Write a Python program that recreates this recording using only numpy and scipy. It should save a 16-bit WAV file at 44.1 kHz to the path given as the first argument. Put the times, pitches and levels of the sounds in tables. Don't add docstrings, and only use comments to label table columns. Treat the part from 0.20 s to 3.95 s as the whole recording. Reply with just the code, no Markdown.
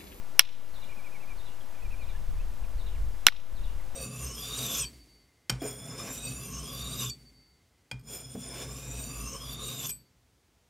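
import sys
import numpy as np
from scipy import signal
from scipy.fft import rfft, irfft, next_fast_len
from scipy.io import wavfile
from scipy.ndimage import map_coordinates

SR = 44100
rng = np.random.default_rng(int(sys.argv[2]) if len(sys.argv) > 2 else 0)


def store_wav(level_fs):
    pcm = np.round(np.clip(np.atleast_2d(level_fs), -1, 1) * 32767)
    wavfile.write(sys.argv[1], SR, pcm.T.astype(np.int16))


N = 165375
T = np.arange(N) / SR


def amp(db):
    return 10 ** (np.asarray(db) / 20)


def unit(x):
    return x / np.sqrt(np.mean(x ** 2) + 1e-20)


def along(points, hz):
    f, v = np.transpose(points)
    return np.interp(np.log(hz + 1), np.log(f + 1), v)


def filtered(x, response):
    size = next_fast_len(N + 8192)
    spectrum = rfft(x, size) * response(np.fft.rfftfreq(size, 1 / SR))
    return irfft(spectrum, size)[..., :N]


def noise(spectrum, alike):
    def mid_side_gains(hz):
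        turn = np.arccos(np.clip(along(alike, hz), -1, 1)) / 2
        return amp(along(spectrum, hz)) * [np.cos(turn), np.sin(turn)]

    mid, side = filtered(rng.standard_normal((2, N)), mid_side_gains)
    return unit(np.array([mid + side, mid - side]))


def wobble(rate):
    knots = rng.standard_normal(int(N * rate / SR) + 4)
    return map_coordinates(knots, [T * rate])


def burst(start, attack, t60):
    t = np.maximum(T - start, 0)
    decay = np.exp(-np.minimum(np.log(1000) * t / t60, 50))
    return (1 - np.exp(-t / attack)) * decay


def pan(db):
    return amp(np.array([[db], [-db]]) / 2)


def outdoor_air():
    # (frequency [Hz], relative level [dB])
    air_spectrum = [(120, -36), (200, -3), (397, -3.5), (613, -2.5), (721, -5), (833, -3.5), (1110, -5.5),
                    (1220, -7.5), (1910, -11.5), (3870, -16.5), (15000, -23.5)]
    low_spectrum = [(20, 0), (60, -7), (130, -4), (220, -10.5), (500, -41)]
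    # (frequency [Hz], left-right correlation)
    air_coherence = [(60, 0.81), (180, 0.71), (550, 0.71), (1650, 0.85), (4970, 0.86), (15000, 1)]
    air_db, low_db = -54, -57
    air = amp(air_db) * noise(air_spectrum, air_coherence)
    return air + amp(low_db) * noise(low_spectrum, air_coherence)


def wind():
    # (time [s], buffeting level before the raise [dB])
    gust_course = [(.05, -57), (.4, -57), (.57, -51.5), (1.05, -62), (1.14, -42), (1.38, -54),
                   (1.585, -55.5), (1.63, -39), (1.72, -38), (1.8, -38), (1.86, -35), (2.0, -38.5),
                   (2.11, -29), (2.2, -38), (2.3, -34), (2.36, -40.5), (2.43, -37), (2.52, -38),
                   (2.56, -28.5), (2.63, -40), (2.8, -30), (3.0, -44), (3.17, -41), (3.26, -50),
                   (3.32, -36.5), (3.55, -37), (3.72, -43.5)]
    # (frequency [Hz], relative level [dB])
    rumble_spectrum = [(12, -6.5), (25, 1), (40, -0.5), (60, -8.5), (100, -20.5), (160, -31.5), (300, -43),
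                       (800, -71.5)]
    # (frequency [Hz], left-right correlation)
    wind_coherence = [(40, .62)]
    raise_db, flutter_db = 1.5, 1.8
    gust_db = np.interp(T, *np.transpose(gust_course)) + raise_db + flutter_db * wobble(12)
    return amp(gust_db) * pan(1.5) * noise(rumble_spectrum, wind_coherence)


def note(s, length, start_hz, end_hz, db, rough):
    u = np.clip((T - s) / length, 0, 1)
    phase = 2 * np.pi * np.cumsum(start_hz + (end_hz - start_hz) * u) / SR
    swell = np.sqrt(2 * np.abs(np.sin(np.pi * u)))
    return amp(db) * swell * np.sin(phase + rough)


def among_trees(x, wet_db):
    t60 = 0.34
    t = T[:SR // 2]
    tail = rng.standard_normal((2, len(t))) * np.exp(-np.log(1000) * t / t60)
    tail = tail / np.linalg.norm(tail[0])
    return x + amp(wet_db) * signal.fftconvolve(x[None], tail, axes=1)[:, :N]


def warbles_and_slurs(flutter):
    # (time [s], length [s], top pitch [Hz], end pitch [Hz], level of the fall before waver [dB])
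    warble_notes = [(0.688, 0.052, 2485, 2300, -51), (0.761, 0.055, 2560, 2220, -53),
                    (0.838, 0.045, 2555, 2240, -49.5), (0.916, 0.059, 2560, 2160, -52),
                    (1, 0.052, 2690, 2130, -52.5), (1.074, .058, 2550, 2310, -51.5),
                    (1.545, 0.055, 2530, 2240, -56), (1.619, 0.053, 2644, 2330, -51.5),
                    (1.704, 0.048, 2680, 2340, -49.5), (1.785, 0.052, 2650, 2300, -51.5),
                    (1.864, 0.055, 2630, 2220, -55.5)]
    # (time [s], length [s], start pitch [Hz], end pitch [Hz], level before waver [dB])
    slur_notes = [(.63, 0.018, 2330, 2440, -55), (1.402, .02, 3500, 3140, -59.5),
                  (1.945, .03, 1680, 1790, -56), (2.185, .034, 2380, 2730, -55.5),
                  (2.214, .026, 2980, 3250, -62.5), (2.432, .026, 3000, 2080, -57.5),
                  (2.747, 0.024, 2900, 1920, -55.5), (3.588, .024, 2400, 1850, -59.5)]
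    rise_share = .42
    rise_gain, break_loss = 0.068, 0.061
    waver_db, waver_hz = 2, 70.2
    rough = 0.32 * flutter
    calls = sum(note(*row, rough) for row in slur_notes)
    for s, length, top_hz, end_hz, db in warble_notes:
        rise_s = length * rise_share
        calls = calls + note(s, rise_s, top_hz * (1 - rise_gain), top_hz, db - 3.0, rough)
        calls = calls + note(s + rise_s, length - rise_s, top_hz * (1 - break_loss), end_hz, db, rough)
    return among_trees(calls * amp(waver_db * wobble(waver_hz) - 2.35), wet_db=-9.5)


def chirps(flutter):
    # (time [s], relative level [dB])
    phrase_starts = [(.535, 1), (1.173, -1), (1.804, -3), (2.58, 0), (3.352, -1)]
    # (time in phrase [s], length [s], start pitch [Hz], end pitch [Hz], level before trims [dB])
    phrase_notes = [(0, .02, 4400, 4150, -61.5), (.014, 0.032, 3850, 3580, -57.5),
                    (.082, 0.02, 4100, 3450, -55), (.099, 0.017, 3900, 3200, -59),
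                    (.06, 0.13, 2850, 2820, -64.5)]
    rough = 1.35 * flutter
    song = sum(note(start + s, length, start_hz, end_hz, phrase_db + db, rough)
               for start, phrase_db in phrase_starts
               for s, length, start_hz, end_hz, db in phrase_notes)
    return among_trees(song * amp(-1.5), wet_db=-0.5)


def birds():
    flutter = wobble(348)
    return warbles_and_slurs(flutter) + chirps(flutter)


def chips():
    # (time [s], level [dB])
    landings = [(3.1225, -31.5)]
    # (frequency [Hz], relative level [dB])
    chip_spectrum = [(500, -23.5), (1300, 8), (2200, -2), (3800, 0), (5000, -18), (15000, -28)]
    ticks = sum(amp(db) * burst(s, .0004, t60=0.012) for s, db in landings)
    return ticks * noise(chip_spectrum, [(1000, 0.84)])


def ring(k, s, length):
    # (frequency [Hz], t60 before the blow's factor [s], left minus right [dB],
    #  relative level in the first blow [dB], in the second [dB], in the rebound [dB])
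    modes = [(793, 0.019, 2, -25.5, -36.5, -38), (1135, .014, -4, -23, -20, -30.5),
             (1454, .018, -4, -22, -10.5, -12), (1830, .009, -4, -7, -20, -1),
             (2238, 0.0099, -2.5, -9, -11, 0), (2835, 0.0072, 0, -3, 1, -28),
             (3088, .009, 0.5, -13, -5.5, -18), (3368, .012, 1, -8, -8.5, -12.5),
             (3934, .011, -3.5, -17.5, -7.5, -9), (4466, .008, -3.5, -16, -21, -23),
             (4964, 0.0062, 5.5, -13.5, -18.5, -21), (5631, 0.0082, -11, 2, -5, -25),
             (7070, .009, -6.5, -27, -8, -23.5), (11240, 0.004, 0, 0, -18, -33)]
    attack_s, left_lag_s = 0.000587, .000015
    t = T - s - np.array([[left_lag_s], [0]])
    out = np.zeros((2, N))
    for m, (hz, t60, side_db, *levels) in enumerate(modes):
        sign = (-1) ** m
        envelope = burst(s, attack_s, t60 * length)
        out += sign * amp(levels[k]) * pan(side_db) * envelope * np.sin(2 * np.pi * hz * t)
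    return out


def crack(s, db, length):
    # (frequency [Hz], relative level [dB])
    crack_spectrum = [(60, -19), (250, -14.5), (450, -16), (1100, -5), (3000, 3.5), (6000, -2.5),
                      (8500, -3), (11000, 6), (15000, -1.5)]
    t60 = 0.005 * length
    return amp(db) * burst(s, 0.00018, t60) * noise(crack_spectrum, [(1000, .85)])


def thud(s):
    thud_db, thud_s = -20, 0.00056
    u = np.clip((T - s) / thud_s, 0, 50)
    return amp(thud_db) * u * (2 - u) * np.exp(-u)


def scattering(s):
    # (frequency [Hz], relative level [dB])
    near_spectrum = [(100, -12.5), (400, -18), (800, -6.5), (2000, -7), (3300, 0.5), (4500, -5.5),
                     (5500, -2.5), (6600, -15.5), (15000, -19.5)]
    yard_spectrum = [(300, -26), (1200, -13.5), (2400, -4), (3000, -2.5), (3900, -2.5), (4600, -14),
                     (5500, -8), (6600, -22.5), (15000, -35)]
    # (delay [s], relative level [dB])
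    wall_echoes = [(.055, -48), (.081, -57), (.095, -51), (.13, -55)]
    near_db, near_t60 = -19, 0.068
    ground_s, ground_db, ground_t60 = 0.0083, -25, .028
    foliage_db, grain_db, foliage_t60 = -47, 2, .62
    near = amp(near_db) * burst(s, .002, near_t60)
    near += amp(ground_db) * burst(s + ground_s, 0.0022, ground_t60)
    foliage = amp(foliage_db + grain_db * wobble(180)) * burst(s, .02, foliage_t60)
    walls = sum(amp(db) * burst(s + delay, 0.00089, t60=0.039) for delay, db in wall_echoes)
    return near * noise(near_spectrum, [(1000, .75)]) + (foliage + walls) * noise(yard_spectrum, [(1000, 0.69)])


def blows():
    # (time [s], level [dB], crack relative level [dB], left minus right [dB],
    #  scattered sound relative level [dB], factor on the ring and crack t60)
    blow_list = [(.1935, 6.5, 0, 1.5, -3.5, 1.16), (3.0671, 10, -2, -4, -8, 0.85),
                 (3.0843, 2.5, -17, -2, -23, 0.67)]
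    out = np.zeros((2, N))
    for k, (s, db, crack_db, pan_db, scatter_db, length) in enumerate(blow_list):
        direct = ring(k, s, length) + crack(s, crack_db, length) + thud(s)
        out += amp(db) * (pan(pan_db) * direct + amp(scatter_db) * scattering(s))
    return out


def scene():
    return outdoor_air() + wind() + birds() + chips() + blows()


def record(dry):
    dc_offset = [
        [.0388],
        [.0086],
    ]
    start_db, depth_db, release_db_per_s, attack_s = -7.5, 7, 21.5, 0.009
    top_hz = 15450
    peak_db = 20 * np.log10(np.clip(np.abs(dry).max(0), 1e-6, 1))
    over_db = np.maximum(peak_db - start_db, 0)
    fall = release_db_per_s * T
    duck_db = np.minimum(np.maximum.accumulate(over_db + fall) - fall, depth_db)
    pole = np.exp(-1 / (attack_s * SR))
    x = dry * amp(-signal.lfilter([1 - pole], [1, -pole], duck_db))
    x = x / (1 + np.abs(x) ** 8) ** (1 / 8)
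    return filtered(x, lambda hz: 1 / np.sqrt(1 + (hz / top_hz) ** 120)) + dc_offset


dry = scene()
out = record(dry)
store_wav(out)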